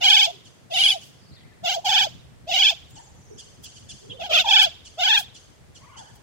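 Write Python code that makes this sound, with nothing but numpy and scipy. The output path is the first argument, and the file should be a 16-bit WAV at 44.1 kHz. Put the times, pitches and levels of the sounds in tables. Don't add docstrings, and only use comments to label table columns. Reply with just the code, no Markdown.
import sys
import numpy as np
from scipy import signal
from scipy.fft import rfft, irfft, next_fast_len
from scipy.io import wavfile
from scipy.ndimage import uniform_filter1d, map_coordinates

SR = 44100
rng = np.random.default_rng(int(sys.argv[2]) if len(sys.argv) > 2 else 0)


def generate_wav(signal):
    frames = np.transpose(np.atleast_2d(signal))
    scaled = np.clip(frames, -1, 1) * 32767
    pcm = np.round(scaled).astype(np.int16)
    wavfile.write(sys.argv[1], SR, pcm)


N = 274610
TIME = np.arange(N) / SR


def from_db(db):
    return 10 ** (np.asarray(db) / 20)


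def rms_one(x):
    return x / np.sqrt(np.mean(x ** 2) + 1e-20)


def in_time(rows):
    times, *columns = np.transpose(rows)
    return [np.interp(TIME, times, column) for column in columns]


def ramp(elapsed, length):
    return np.clip(elapsed / length, 0, 1)


def gain_at(spectrum, hz):
    freqs, levels = np.transpose(spectrum)
    return from_db(np.interp(np.log(hz + 1), np.log(freqs), levels))


def noise(spectrum, size=N):
    white = rfft(rng.standard_normal((2, 2 * next_fast_len(size // 2 + 1))))
    hz = np.linspace(0, SR / 2, white.shape[1])
    return rms_one(irfft(white * gain_at(spectrum, hz))[:, :size])


def drift(hz, size=N):
    white = rng.standard_normal(size + SR // 2)
    slow = signal.sosfilt(signal.butter(4, hz, fs=SR, output="sos"), white)
    return rms_one(slow[-size:])


def split(x, hz):
    low = signal.sosfiltfilt(signal.butter(4, hz, fs=SR, output="sos"), x)
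    return low, x - low


def scatter(x, t60):
    decay = from_db(-60 * TIME[:SR] / t60)
    echoes = (rng.standard_normal((2, SR)) * decay)[:, :int(t60 * SR)]
    echoes /= np.sqrt(np.sum(echoes ** 2, axis=1, keepdims=True))
    return signal.oaconvolve(np.atleast_2d(x), echoes, axes=1)[:, :x.shape[-1]]


def evened(x, span_s):
    power = uniform_filter1d(x ** 2, max(int(span_s * SR), 2), axis=-1)
    return x / np.sqrt(np.maximum(power, 1e-12))


# (frequency [Hz], density [dB])
OUTDOOR_SPECTRUM = [(20, -28.5), (60, -3.5), (125, 2.5), (200, -7), (320, -11.5), (600, -13.5),
                    (1000, -19.5), (2000, -21.5), (3200, -26.5), (6000, -30), (8000, -30), (11000, -36),
                    (16000, -43)]
# (time [s], level below 82 Hz [dB], level from 82 to 330 Hz [dB])
RUMBLE_LEVELS = [(.35, -77.5, -56.5), (1.1, -71, -53), (2.2, -58, -52), (2.85, -54, -55), (3.7, -62, -54),
                 (4.4, -56, -51), (5.25, -58.5, -57), (6.2, -60, -55)]


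def outdoors(air_db=-58, lumpy_db=3.5):
    deep_db, low_db = in_time(RUMBLE_LEVELS)
    rumble, air = split(noise(OUTDOOR_SPECTRUM), hz=330)
    deep, low = split(rumble, hz=82)
    lumps = from_db(low_db + lumpy_db * drift(15)) * rms_one(low)
    return from_db(deep_db) * rms_one(deep) + lumps + from_db(air_db) * rms_one(air)


# (peak time [s], rise and fall time constant [s], peak level [dB])
TICKS = [(1.057, .04, -53), (2.909, 0.0086, -54), (3.643, 0.0076, -41), (4.63, 0.0078, -26.5),
         (5.196, 0.014, -29.5), (6.16, 0.007, -51)]
# (frequency [Hz], density [dB])
TICK_SPECTRUM = [(1500, -28.5), (5000, -1), (9000, -4.5), (16000, -5)]


def ticks():
    envelope = sum(from_db(level_db) * np.exp(-np.minimum(np.abs(TIME - peak) / fade_s, 30))
                   for peak, fade_s, level_db in TICKS)
    return envelope * noise(TICK_SPECTRUM)


def overtones(pitch, throat, harmonics):
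    phase = 2 * np.pi * np.cumsum(pitch) / SR
    return sum(gain_at(throat, k * pitch) * (k * pitch < SR / 2) * np.sin(k * phase)
               for k in range(1, harmonics + 1))


def glides(notes, throat, waver, waver_hz, harmonics):
    out = np.zeros(N + SR)
    for start, length, first_hz, last_hz, level_db in notes:
        size, at = int(length * SR), int(start * SR)
        pitch = np.linspace(first_hz, last_hz, size) * (1 + waver * drift(waver_hz, size))
        note = overtones(pitch, throat, harmonics) * signal.windows.tukey(size, .7)
        out[at:at + size] += from_db(level_db) * rms_one(note)
    return out[:N]


# (time [s], relative level [dB])
FAR_CHIRPS = [(.44, -55.5), (1.0, -52), (2.945, -52.5), (3.37, -46), (3.628, -44.5), (3.745, -52),
              (3.88, -43.5), (4.84, -49), (5.335, -49.5), (5.74, -52.5), (5.96, -48)]
# (time [s], length [s], first pitch [Hz], last pitch [Hz], relative level [dB])
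WHISTLE_NOTES = [(1.12, 0.34, 5090, 4446, -65), (1.28, 0.17, 4900, 2980, -61), (1.3, 0.37, 2050, 1757, -65),
                 (2.83, 0.32, 7900, 6730, -64), (3.08, 0.42, 6800, 5660, -64.5),
                 (4.09, 0.05, 3057, 3450, -42.5)]
COO_NOTES = [(.315, 0.044, 447.1, 328, -52), (2.95, 0.072, 936, 804, -50), (3.295, 0.05, 450, 437, -45.5),
             (4.0, 0.11, 391, 460, -52.5), (4.09, 0.079, 472, 545, -45), (5.78, 0.193, 1018, 1103, -56),
             (5.85, 0.32, 1394, 1686, -60.5), (5.92, 0.12, 1095, 774, -48.5)]
# (frequency [Hz], gain [dB])
HIGH_THROAT = [(1500, -18), (3100, 2.5), (4700, 1), (6300, 4), (8000, -4.5), (9600, -9.5), (13000, -30)]
LOW_THROAT = [(400, 17), (1000, -10.5), (1600, -21.5), (3000, -27)]


def far_birds(chirp_s=.05, chirp_first_hz=1715, chirp_last_hz=1452):
    notes = [(start, chirp_s, chirp_first_hz, chirp_last_hz, db) for start, db in FAR_CHIRPS]
    chirps = glides(notes, HIGH_THROAT, waver=.05, waver_hz=700, harmonics=7)
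    whistles = glides(WHISTLE_NOTES, HIGH_THROAT, waver=.0434, waver_hz=594, harmonics=1)
    coos = glides(COO_NOTES, LOW_THROAT, waver=.058, waver_hz=150, harmonics=2)
    early = from_db(1) * scatter(chirps + whistles + coos, t60=.022)
    chirp_tail = from_db(-.5) * scatter(chirps, t60=.9)
    soft_tail = from_db(-4) * scatter(whistles + coos, t60=.87)
    return early + chirp_tail + soft_tail


def aviary(voice, blur_hz=450, bright_db=7):
    body, treble = split(voice, hz=4200)
    thrown = body + from_db(bright_db) * treble
    ring = scatter(thrown, t60=.34)
    wash = scatter(thrown * drift(blur_hz), t60=.81)
    return from_db(-21.5) * ring + from_db(-31) * wash


def partial(phase, shimmer, direct, wall_t60=.069, shimmer_hz=150):
    strength = 1 + shimmer * drift(shimmer_hz, len(phase))
    straight = strength * np.sin(phase + np.array([[0], [np.pi / 2]]))
    return evened(direct * straight + scatter(straight[0], wall_t60), span_s=.04)


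def push(t, start, attack, climax, let_go, end, first_hz, settled_hz, sag,
         hoot_db, blare_db, nasal_db, treble_db):
    release_s, treble_lag_s, hoot_edge_s = .038, .0086, .024
    slack_hz, nasal_sag_db_per_s = 682, 117
    slack = (1 - ramp(t - start, attack)) ** 2.44
    released = ramp(t - let_go, release_s)
    from_climax = np.abs(t - climax)
    held_hz = first_hz + (settled_hz - first_hz) * ramp(t - start, 2.05 * attack)
    pitch = held_hz + (slack_hz - held_hz) * released
    at_edge = 1 - ramp(np.minimum(t - start, end - t), hoot_edge_s)
    hoot = hoot_db - 10 * at_edge - 9.5 * ramp(t - start, let_go - start) + 8 * released
    blare = blare_db - 27 * slack - sag * from_climax - 27 * released ** 1.22
    nasal = nasal_db - 13 * slack - nasal_sag_db_per_s * from_climax - 16.5 * released
    treble = treble_db - 22 * slack - 21.5 * ramp(t - let_go - treble_lag_s, release_s)
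    return pitch, hoot, blare, nasal, treble


# (frequency [Hz], gain [dB])
PEAFOWL_THROAT = [(2000, -17), (2400, -10), (2800, -1.5), (3200, 1.5), (3550, 0), (4000, -17),
                  (4900, -12.5), (5600, -29.5), (6400, -22.5), (7200, -26), (8200, -41), (12000, -61)]
# (frequency [Hz], density [dB])
RASP_SPECTRUM = [(400, -24), (1000, -26.5), (1600, -18), (1950, -20), (2400, 3), (3100, -3), (4000, -1),
                 (5500, 0.5), (6500, 0.5), (8200, -17.5), (11000, -26), (13000, -12), (16000, -17.5)]
HISS_SPECTRUM = [(7500, -41), (8900, -3), (10300, -2), (11800, -39)]


def honk(pitch, hoot_db, blare_db, nasal_db, treble_db, side_db, rough_db, hiss_db, rasp_db=-17):
    size = len(pitch)
    jitter = .013 * from_db(rough_db) * drift(190, size)
    phase = 2 * np.pi * np.cumsum(pitch * (1 + jitter)) / SR
    buzz = sum(gain_at(PEAFOWL_THROAT, k * pitch) * partial(k * phase, shimmer=.35, direct=.2)
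               for k in range(3, 11))
    rasp = noise(RASP_SPECTRUM, size) * (1 + .4 * np.cos(phase)) * from_db(rasp_db + rough_db)
    blare, treble = split(buzz + rasp, hz=4430)
    cry = from_db(blare_db) * evened(blare, span_s=.036)
    cry += from_db(treble_db) * evened(treble, span_s=.03)
    cry += from_db(nasal_db) * partial(2 * phase, shimmer=.33, direct=1.1)
    cry += from_db(blare_db + hiss_db) * noise(HISS_SPECTRUM, size)
    cry *= from_db(side_db * np.array([[.5], [-.5]]))
    return cry + from_db(hoot_db) * partial(phase, shimmer=.18, direct=1.4)


# (start [s], attack length [s], climax [s], let-go [s], end [s], first pitch [Hz], settled pitch [Hz],
#  blare sag either side of the climax [dB/s], base levels of hoot, blare, nasal band and treble [dB],
#  left over right [dB], roughness [dB], hiss relative to blare [dB])
NEAR_HONKS = [(.006, .05, .125, .246, .318, 735, 812, 29.5, -28, -12.7, -31, -27.5, -1.5, 2, -34.5),
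              (.702, 0.094, .86, 0.92, .985, 690, 814, 57, -30, -14.5, -40, -31, -1, 1.5, -21),
              (1.632, 0.047, 1.692, 1.744, 1.803, 675, 775.4, 95, -23.5, -22.5, -40, -32.5, -1, 3.5, -47),
              (1.841, .028, 1.978, 2.037, 2.083, 775, 809, 81.5, -23.5, -15.5, -29, -30, -2.5, 3.5, -56.5),
              (2.471, 0.09, 2.656, 2.697, 2.738, 684, 830, 64.5, -27.5, -13.5, -36.5, -30.5, -2, 2, -41.5),
              (4.19, 0.029, 4.25, 4.263, 4.292, 640, 784, 60, -28.5, -33.5, -48.5, -48.5, -2, 7, -35),
              (4.29, .072, 4.368, 4.405, 4.432, 614.2, 735.7, 28, -23.5, -15, -30, -30.5, -1.5, 7, -48),
              (4.44, .098, 4.585, 4.641, 4.688, 849.7, 802.4, 36.5, -23.5, -12.3, -26.5, -29.5, -1.5, .5, -43),
              (4.976, 0.065, 5.13, 5.18, 5.218, 675.3, 862.7, 38, -25, -16.5, -24.5, -32, -.5, 1, -52.5)]


def peafowl(edge_s=.015):
    out, margin = np.zeros((2, N)), SR // 20
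    for start, attack, climax, let_go, end, *voice, side_db, rough_db, hiss_db in NEAR_HONKS:
        span = slice(max(int(start * SR) - margin, 0), int(end * SR) + margin)
        t = TIME[span]
        gate = np.clip(np.minimum(t - start, end - t) / edge_s + .5, 0, 1)
        pitch, *levels = push(t, start, attack, climax, let_go, end, *voice)
        out[:, span] += gate ** 2 * honk(pitch, *levels, side_db, rough_db, hiss_db)
    return out


def scene():
    honks = peafowl()
    return honks + aviary(honks) + far_birds() + ticks() + outdoors()


def record(dry):
    warble_hz, pitch_depth, cutoff_hz = 20, .072, 15850
    swing = 2 * np.pi * warble_hz
    position = (TIME + pitch_depth / swing * np.sin(swing * TIME)) * SR
    warbled = np.array([map_coordinates(side, [position], order=3, mode="nearest") for side in dry])
    return signal.sosfilt(signal.ellip(12, .1, 90, cutoff_hz, fs=SR, output="sos"), warbled)


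dry = scene()
out = record(dry)
generate_wav(out)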